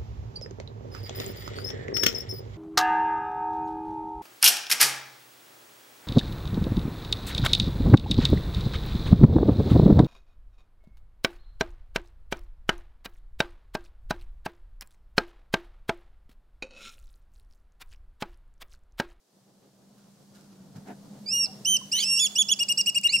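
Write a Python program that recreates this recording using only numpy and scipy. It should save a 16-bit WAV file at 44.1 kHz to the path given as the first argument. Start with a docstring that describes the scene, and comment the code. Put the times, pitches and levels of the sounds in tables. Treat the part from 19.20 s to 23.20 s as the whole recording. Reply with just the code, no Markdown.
"""Oystercatchers on a rocky shore

One bird's arched piping notes shorten into a fast series, some cracking into a higher register;
slower rising whistles overlap them. Both are syrinx harmonics shaped by throat and bill, thrown back
by the rocks. Small waves wash, slap and spray over a distant low drone; the background fades in."""
import sys
import numpy as np
from scipy import signal
from scipy.fft import rfft, irfft
from scipy.io import wavfile
from scipy.ndimage import uniform_filter1d

SR = 44100
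rng = np.random.default_rng(int(sys.argv[2]) if len(sys.argv) > 2 else 0)


def pcm_store(signal):
    """Save signal as 16-bit PCM."""
    levels = np.round(np.clip(np.atleast_2d(signal), -1, 1) * 32767)
    wavfile.write(sys.argv[1], SR, levels.astype(np.int16).T)


N = 176400
TIME = np.arange(N) / SR

# noise spectra: f/Hz, level/dB
WASH_SPECTRUM = [(280, 3), (640, -2), (1250, -13.5), (2300, -22.5), (4600, -18), (6900, -20.5),
                 (15800, -31)]
RUMBLE_SPECTRUM = [(97, -17.5), (120, -1), (150, 2), (235, -5), (285, -7.5), (480, -55)]
SPLASH_SPECTRUM = [(100, -26), (380, 5), (580, 2), (760, 8.5), (1200, -15), (1480, -0.5), (6000, -36)]
SPRAY_SPECTRUM = [(1000, -10), (1380, 7.5), (2000, -7.5), (5500, -1.5), (15000, -16)]
BREATH_SPECTRUM = [(2000, -5.5), (6000, 10), (16000, -3)]
# left-right coherence of the noises: f/Hz, coherence
COHERENCE = [(30, 0.42), (130, 0.9), (3000, 0.27)]
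# sea envelope: t/s, wash/dB, rumble/dB, wash treble lift/dB
SEA_LEVELS = [(0, -75, -115, 11), (.15, -66.5, -70.5, 6.5), (.55, -65, -66.5, 6), (1.03, -65, -61, 9.5),
              (1.4, -58.5, -56, 2), (2.2, -55.5, -51.5, 6), (3.1, -60, -57.5, 19.5), (4, -58, -56, 8)]
# breaking wavelets: t/s, decay/s, level/dB
WAVELETS = [(.765, .12, -66.5), (1.135, 0.2, -60), (1.551, 0.017, -55.5), (1.665, 0.023, -55)]
# waves on rock: t/s, half length/s, level/dB, hollow f/Hz, splash re thump/dB
SLAPS = [(1.574, 0.024, -40.5, 174, -20), (1.7, 0.032, -47, 260, 3)]
# water between stones: t/s, half length/s, f/Hz, level/dB
GULPS = [(2.297, 0.017, 761, -48), (2.618, 0.0043, 1036, -43.5)]
# rock reflection: delay/s, left/dB, right/dB
ECHOES = [(.0095, -19, -13.5)]
# throat and bill response: f/Hz, gain/dB
THROAT = [(2350, 0), (2620, -6.5), (2850, 6), (3450, -0.5), (4000, 13), (4700, 6), (5300, 3), (5800, -2),
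          (6800, -2), (7400, -5), (8000, -6.5), (8700, -17.5), (9250, -9.5), (10300, -16.5), (11500, -15.5),
          (14000, -26.5), (15400, -12.5)]
# call direction: f/Hz, left minus right/dB
CALL_BALANCE = [(2800, 2), (2920, 2), (3080, -6.5), (3400, -7), (5600, -3), (6800, -1), (8300, -5),
                (11000, 3)]
# f/Hz, left lead/rad
CALL_PHASE = [(2740, 0.33), (2850, 1.44), (5550, 0.44), (5750, -0.85), (6200, 1.27), (9000, -1.54),
              (11000, 0.9)]
# one contour per whistle: t/s, f/Hz, source level/dB
WHISTLES = [
    [(2.058, 2280, -48.5), (2.088, 2444, -31.5), (2.113, 2660, -30), (2.135, 2805, -22), (2.153, 2854, -22),
     (2.247, 2730, -24), (2.258, 2590, -30), (2.269, 1770, -61)],
    [(2.745, 1700, -40), (2.778, 1930, -41), (2.79, 2140, -28), (2.818, 2420, -31), (2.844, 2576, -23),
     (2.885, 2746, -21), (2.93, 2765, -16), (3.005, 2719, -23), (3.035, 2437, -28), (3.06, 1990, -45)],
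    [(3.872, 1756, -45), (3.892, 1996, -37.5), (3.896, 2120, -28.5), (3.925, 2500, -34), (3.955, 2670, -29),
     (4.01, 2799, -22.5)],
]
# harmonic 2, per whistle: gain/dB
WHISTLE_SECOND_DB = [0, -5.5, -4.5]
# piping notes: start/s, end/s, top f/Hz, glide/(Hz/s), source level/dB, harmonic 2/dB, harmonics 3-5/dB
PIPE_NOTES = [(2.447, 2.574, 3165, -1200, -23.5, 3.5, 3), (2.715, 2.848, 2987, 861, -23, 3, 4.5),
              (2.961, 3.076, 3038, -200, -27, 3.5, 6.5), (3.152, 3.23, 3014, 17, -24, 1.5, 1),
              (3.284, 3.342, 3057, -1500, -24, 2, 2), (3.389, 3.439, 2893, 2, -23.5, -1, 2.5),
              (3.483, 3.530, 2913, 11, -22, -3, 5), (3.573, 3.618, 2917, -1000, -25, 5.5, 6.5),
              (3.659, 3.703, 2903, 780, -20.5, -4, 3.5), (3.745, 3.79, 2829, 1509, -20.5, -8, 2),
              (3.832, 3.88, 2874, 629, -18, -13, -2), (3.921, 3.972, 2818, 1, -15.5, -14, -3.5)]
# piping harmonics 1-5: base gain/dB
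PIPE_HARMONICS_DB = [-1.5, -2, -0.5, -5, -10]
# upper-register cracks: start/s, end/s, pitch ratio, gain/dB
CRACKS = [(2.8, 2.819, 1.127, 4), (2.994, 3.066, 1.145, 6), (3.184, 3.223, 1.15, 8),
          (3.313, 3.332, 1.157, 8)]

BREATH_DB, RELEASE_S = -27.5, .0053
RASP_DEPTH, RASP_HZ = .011, 600


def amp(db):
    return 10 ** (np.asarray(db) / 20)


def unit_rms(x):
    return x / np.sqrt(np.mean(x ** 2) + 1e-20)


def bell(x, centre, width):
    return np.exp(-((x - centre) / width) ** 2)


def span(start_s, end_s):
    return np.flatnonzero((TIME >= start_s) & (TIME < end_s))


def at_hz(table, hz):
    f, value = np.transpose(table)
    return np.interp(np.log(hz + 1), np.log(f), value)


def colour(x, gain):
    """Filter by gain(f/Hz)."""
    return irfft(rfft(x) * gain(np.fft.rfftfreq(N, 1 / SR)), N)


def mono_noise(gain):
    return unit_rms(colour(rng.standard_normal(N), gain))


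def drift(rate_hz):
    """Unit-RMS random motion up to about rate_hz."""
    return mono_noise(lambda f: bell(f, 0, rate_hz))


def stereo_noise(spectrum):
    """Partly coherent unit-RMS noise."""
    common, apart = rng.standard_normal((2, N))
    mid = colour(common, lambda f: amp(at_hz(spectrum, f)) * np.sqrt(1 + at_hz(COHERENCE, f)))
    side = colour(apart, lambda f: amp(at_hz(spectrum, f)) * np.sqrt(1 - at_hz(COHERENCE, f)))
    return unit_rms(np.array([mid + side, mid - side]))


def drone(hz=199.4, wander_hz=3.82, over_rumble_db=1.5, waver_db=3.2):
    """Distant low tone, wavering in pitch and level."""
    phase = 2 * np.pi * np.cumsum(hz + wander_hz * drift(8.8)) / SR
    return np.sqrt(2) * np.sin(phase) * amp(over_rumble_db + waver_db * drift(20))


def sea(flutter_db=2.1, treble_hz=2500, low_cut_hz=260):
    """Wash of small waves over rumble and drone."""
    times_s, *levels = np.transpose(SEA_LEVELS)
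    wash_db, rumble_db, treble_db = [np.interp(TIME, times_s, db) for db in levels]
    wash = stereo_noise(WASH_SPECTRUM)
    wash = unit_rms(colour(wash, lambda f: f ** 2 / np.hypot(f ** 2, low_cut_hz ** 2)))
    fizz = colour(wash, lambda f: f ** 2 / (f ** 2 + treble_hz ** 2))
    water = (wash - fizz) * amp(flutter_db * drift(13)) + fizz * amp(treble_db)
    return amp(wash_db) * water + amp(rumble_db) * (stereo_noise(RUMBLE_SPECTRUM) + drone())


def spray(rise_s=.015, grain_db=3, grain_hz=250):
    """Breaking wavelets throw up a grainy hiss that drains away."""
    level = 0
    for start_s, decay_s, db in WAVELETS:
        t = np.maximum(TIME - start_s, 0)
        level += amp(db) * np.minimum(t / rise_s, 1) * np.exp(-np.maximum(t - rise_s, 0) / decay_s)
    return level * unit_rms(stereo_noise(SPRAY_SPECTRUM) * amp(grain_db * drift(grain_hz)))


def slaps(width_hz=70):
    """Water thumps into rock hollows and splashes."""
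    out, splash = np.zeros((2, N)), stereo_noise(SPLASH_SPECTRUM)
    for at_s, half_s, db, hz, splash_db in SLAPS:
        thump = mono_noise(lambda f: bell(f, hz, width_hz))
        out += amp(db) * bell(TIME, at_s, half_s) * (thump + amp(splash_db) * splash)
    return out


def gulps():
    """Water gulps between stones: short tone pulses."""
    return sum(amp(db) * bell(TIME, at_s, half_s) * np.sin(2 * np.pi * hz * (TIME - at_s))
               for at_s, half_s, hz, db in GULPS)


def tick(at_s=3.813, db=-33, decay_s=.001, hz=8040):
    """One tiny bright tick."""
    t = TIME - at_s
    bright = mono_noise(lambda f: bell(np.log(f + 1), np.log(hz), .5))
    return amp(db) * bright * (t > 0) * np.exp(-abs(t) / decay_s)


def rocks(calls, swell_s=.091, cutoff_hz=7700):
    """Reflections: quick scatter underfoot, one distinct echo, a thin tail from farther off."""
    t = TIME[:SR // 2]

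    def scatter(onset, db, t60_s):
        decay = rng.standard_normal((2, len(t))) * amp(-60 * t / t60_s) * onset
        return amp(db) * decay / np.linalg.norm(decay[0])

    response = scatter(1 - np.exp(-t / swell_s), db=-17.5, t60_s=.3)
    response += scatter(t > .001, db=-13, t60_s=.03)
    for delay_s, left_db, right_db in ECHOES:
        response[:, round(delay_s * SR)] += amp([left_db, right_db])
    wet = signal.fftconvolve(calls, response, axes=1)[:, :N]
    return colour(wet, lambda f: 1 / np.sqrt(1 + (f / cutoff_hz) ** 4))


def syrinx(pitch_hz, harmonics_db, flutter_db=2):
    """Harmonics sweep through the fixed throat response; higher ones flutter more. Stereo."""
    phase = 2 * np.pi * np.cumsum(pitch_hz) / SR
    out, side = 0, np.array([[.5], [-.5]])
    for k, db in enumerate(harmonics_db, 1):
        hz = k * uniform_filter1d(pitch_hz, size=60)
        flutter = uniform_filter1d(rng.standard_normal(len(hz)), size=130)
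        flutter = np.log(k) * unit_rms(uniform_filter1d(flutter, size=60))
        gain = amp(db + flutter_db * flutter + at_hz(THROAT, hz) + side * at_hz(CALL_BALANCE, hz))
        out += gain * np.cos(k * phase + side * at_hz(CALL_PHASE, hz))
    return out


def unsteadiness(jitter=.0026, jitter_hz=1476, wobble=.003, wobble_hz=128):
    """Random pitch ratio around 1."""
    return 1 + jitter * drift(jitter_hz) + wobble * drift(wobble_hz)


def hoarseness(at_s=2.803, half_s=.039):
    """Rises to 1 as the voices briefly turn hoarse."""
    return bell(TIME, at_s, half_s)


def whistling(first_db=-11, third_db=-.5, fourth_db=-2.5):
    """Slow whistles rise, then mostly fall away; brighter when louder."""
    out, breath = np.zeros((2, N)), amp(BREATH_DB) * stereo_noise(BREATH_SPECTRUM)
    bend = unsteadiness() + 2 * RASP_DEPTH * hoarseness() * drift(RASP_HZ)
    for contour, second_db in zip(WHISTLES, WHISTLE_SECOND_DB):
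        times_s, hz, db = np.transpose(contour)
        i = span(times_s[0], times_s[-1])
        t = TIME[i]
        pitch_hz = uniform_filter1d(np.interp(t, times_s, hz), size=350, mode="nearest") * bend[i]
        edges = np.minimum(np.minimum(t - times_s[0], times_s[-1] - t) / RELEASE_S, 1)
        effort_db = np.interp(t, times_s, db)
        bright_db = effort_db - db.max()
        harmonics_db = [first_db, second_db, third_db + bright_db, fourth_db + bright_db]
        out[:, i] += edges * amp(effort_db) * (syrinx(pitch_hz, harmonics_db) + .5 * breath[:, i])
    return out


def register_cracks(scoop=.028, rise_s=.0073, sag=.05, fall_s=.0055, dip_db=-5.5, dip_s=.0031):
    """Pitch ratio and gain/dB: each crack is a small arch; the voice falters at both breaks."""
    lift, gain_db = np.ones(N), np.zeros(N)
    for start_s, end_s, ratio, db in CRACKS:
        i = span(start_s, end_s)
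        arch = 1 - scoop * np.exp((start_s - TIME[i]) / rise_s) - sag * np.exp((TIME[i] - end_s) / fall_s)
        lift[i] = ratio * arch
        gain_db[i] = db
        gain_db += dip_db * (bell(TIME, start_s, dip_s) + bell(TIME, end_s, dip_s))
    return uniform_filter1d(lift, size=50), uniform_filter1d(gain_db, size=60)


def piping():
    """Each note scoops up, holds and drops: reedy and unsteady on its flanks, purest at the top."""
    scoop, rise_s, sag, fall_s = .24, .0075, .26, .00419
    short_note_s, attack_s, push_db, push_s = .047, .0069, 1.5, .0074
    hoarse_depth, hoarse_hz, hoarse_db = .052, 2200, -7.5
    flank_drop, flank_db = .11, [-10.5, 0, -3.5, -14, -9]  # harmonics 1-5
    lift, crack_db = register_cracks()
    hoarse, rasp = hoarseness(), RASP_DEPTH * drift(RASP_HZ)
    bend = lift * (hoarse_depth * hoarse * drift(hoarse_hz) + unsteadiness())
    out, breath = np.zeros((2, N)), amp(BREATH_DB) * stereo_noise(BREATH_SPECTRUM)
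    for start_s, end_s, top_hz, glide_hz_per_s, db, second_db, upper_db in PIPE_NOTES:
        i = span(start_s, end_s)
        t, left_s = TIME[i] - start_s, end_s - TIME[i]
        stretch = ((end_s - start_s) / short_note_s) ** .519  # longer notes open more slowly
        drop = scoop * np.exp(-t / (rise_s * stretch)) + sag * np.exp(-left_s / fall_s)
        flank = 1 - np.exp(-drop / flank_drop)  # 0 at the top of the arch
        pitch_hz = (top_hz + glide_hz_per_s * t) * (1 - drop) * bend[i] * (1 + flank * rasp[i])
        edges = np.minimum(t / (attack_s * stretch), 1) * np.minimum(left_s / RELEASE_S, 1)
        level_db = db + push_db * bell(left_s, push_s, push_s) + crack_db[i] + hoarse_db * hoarse[i]
        top_db = np.add(PIPE_HARMONICS_DB, [0, second_db, upper_db, upper_db, upper_db])
        tone = syrinx(pitch_hz, top_db[:, None] + np.outer(flank_db, flank))
        hiss = amp(upper_db) * (.5 + flank) * breath[:, i]
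        out[:, i] += edges * amp(level_db) * (tone + hiss)
    return out


def scene():
    calls = piping() + whistling()
    return calls + rocks(calls) + sea() + slaps() + gulps() + spray() + tick()


def record(dry, cutoff_hz=15850):
    """Steep low-pass."""
    taps = signal.firwin(511, cutoff_hz, window=("kaiser", 9), fs=SR)
    return signal.oaconvolve(dry, taps[None], "same")


dry = scene()
out = record(dry)
pcm_store(out)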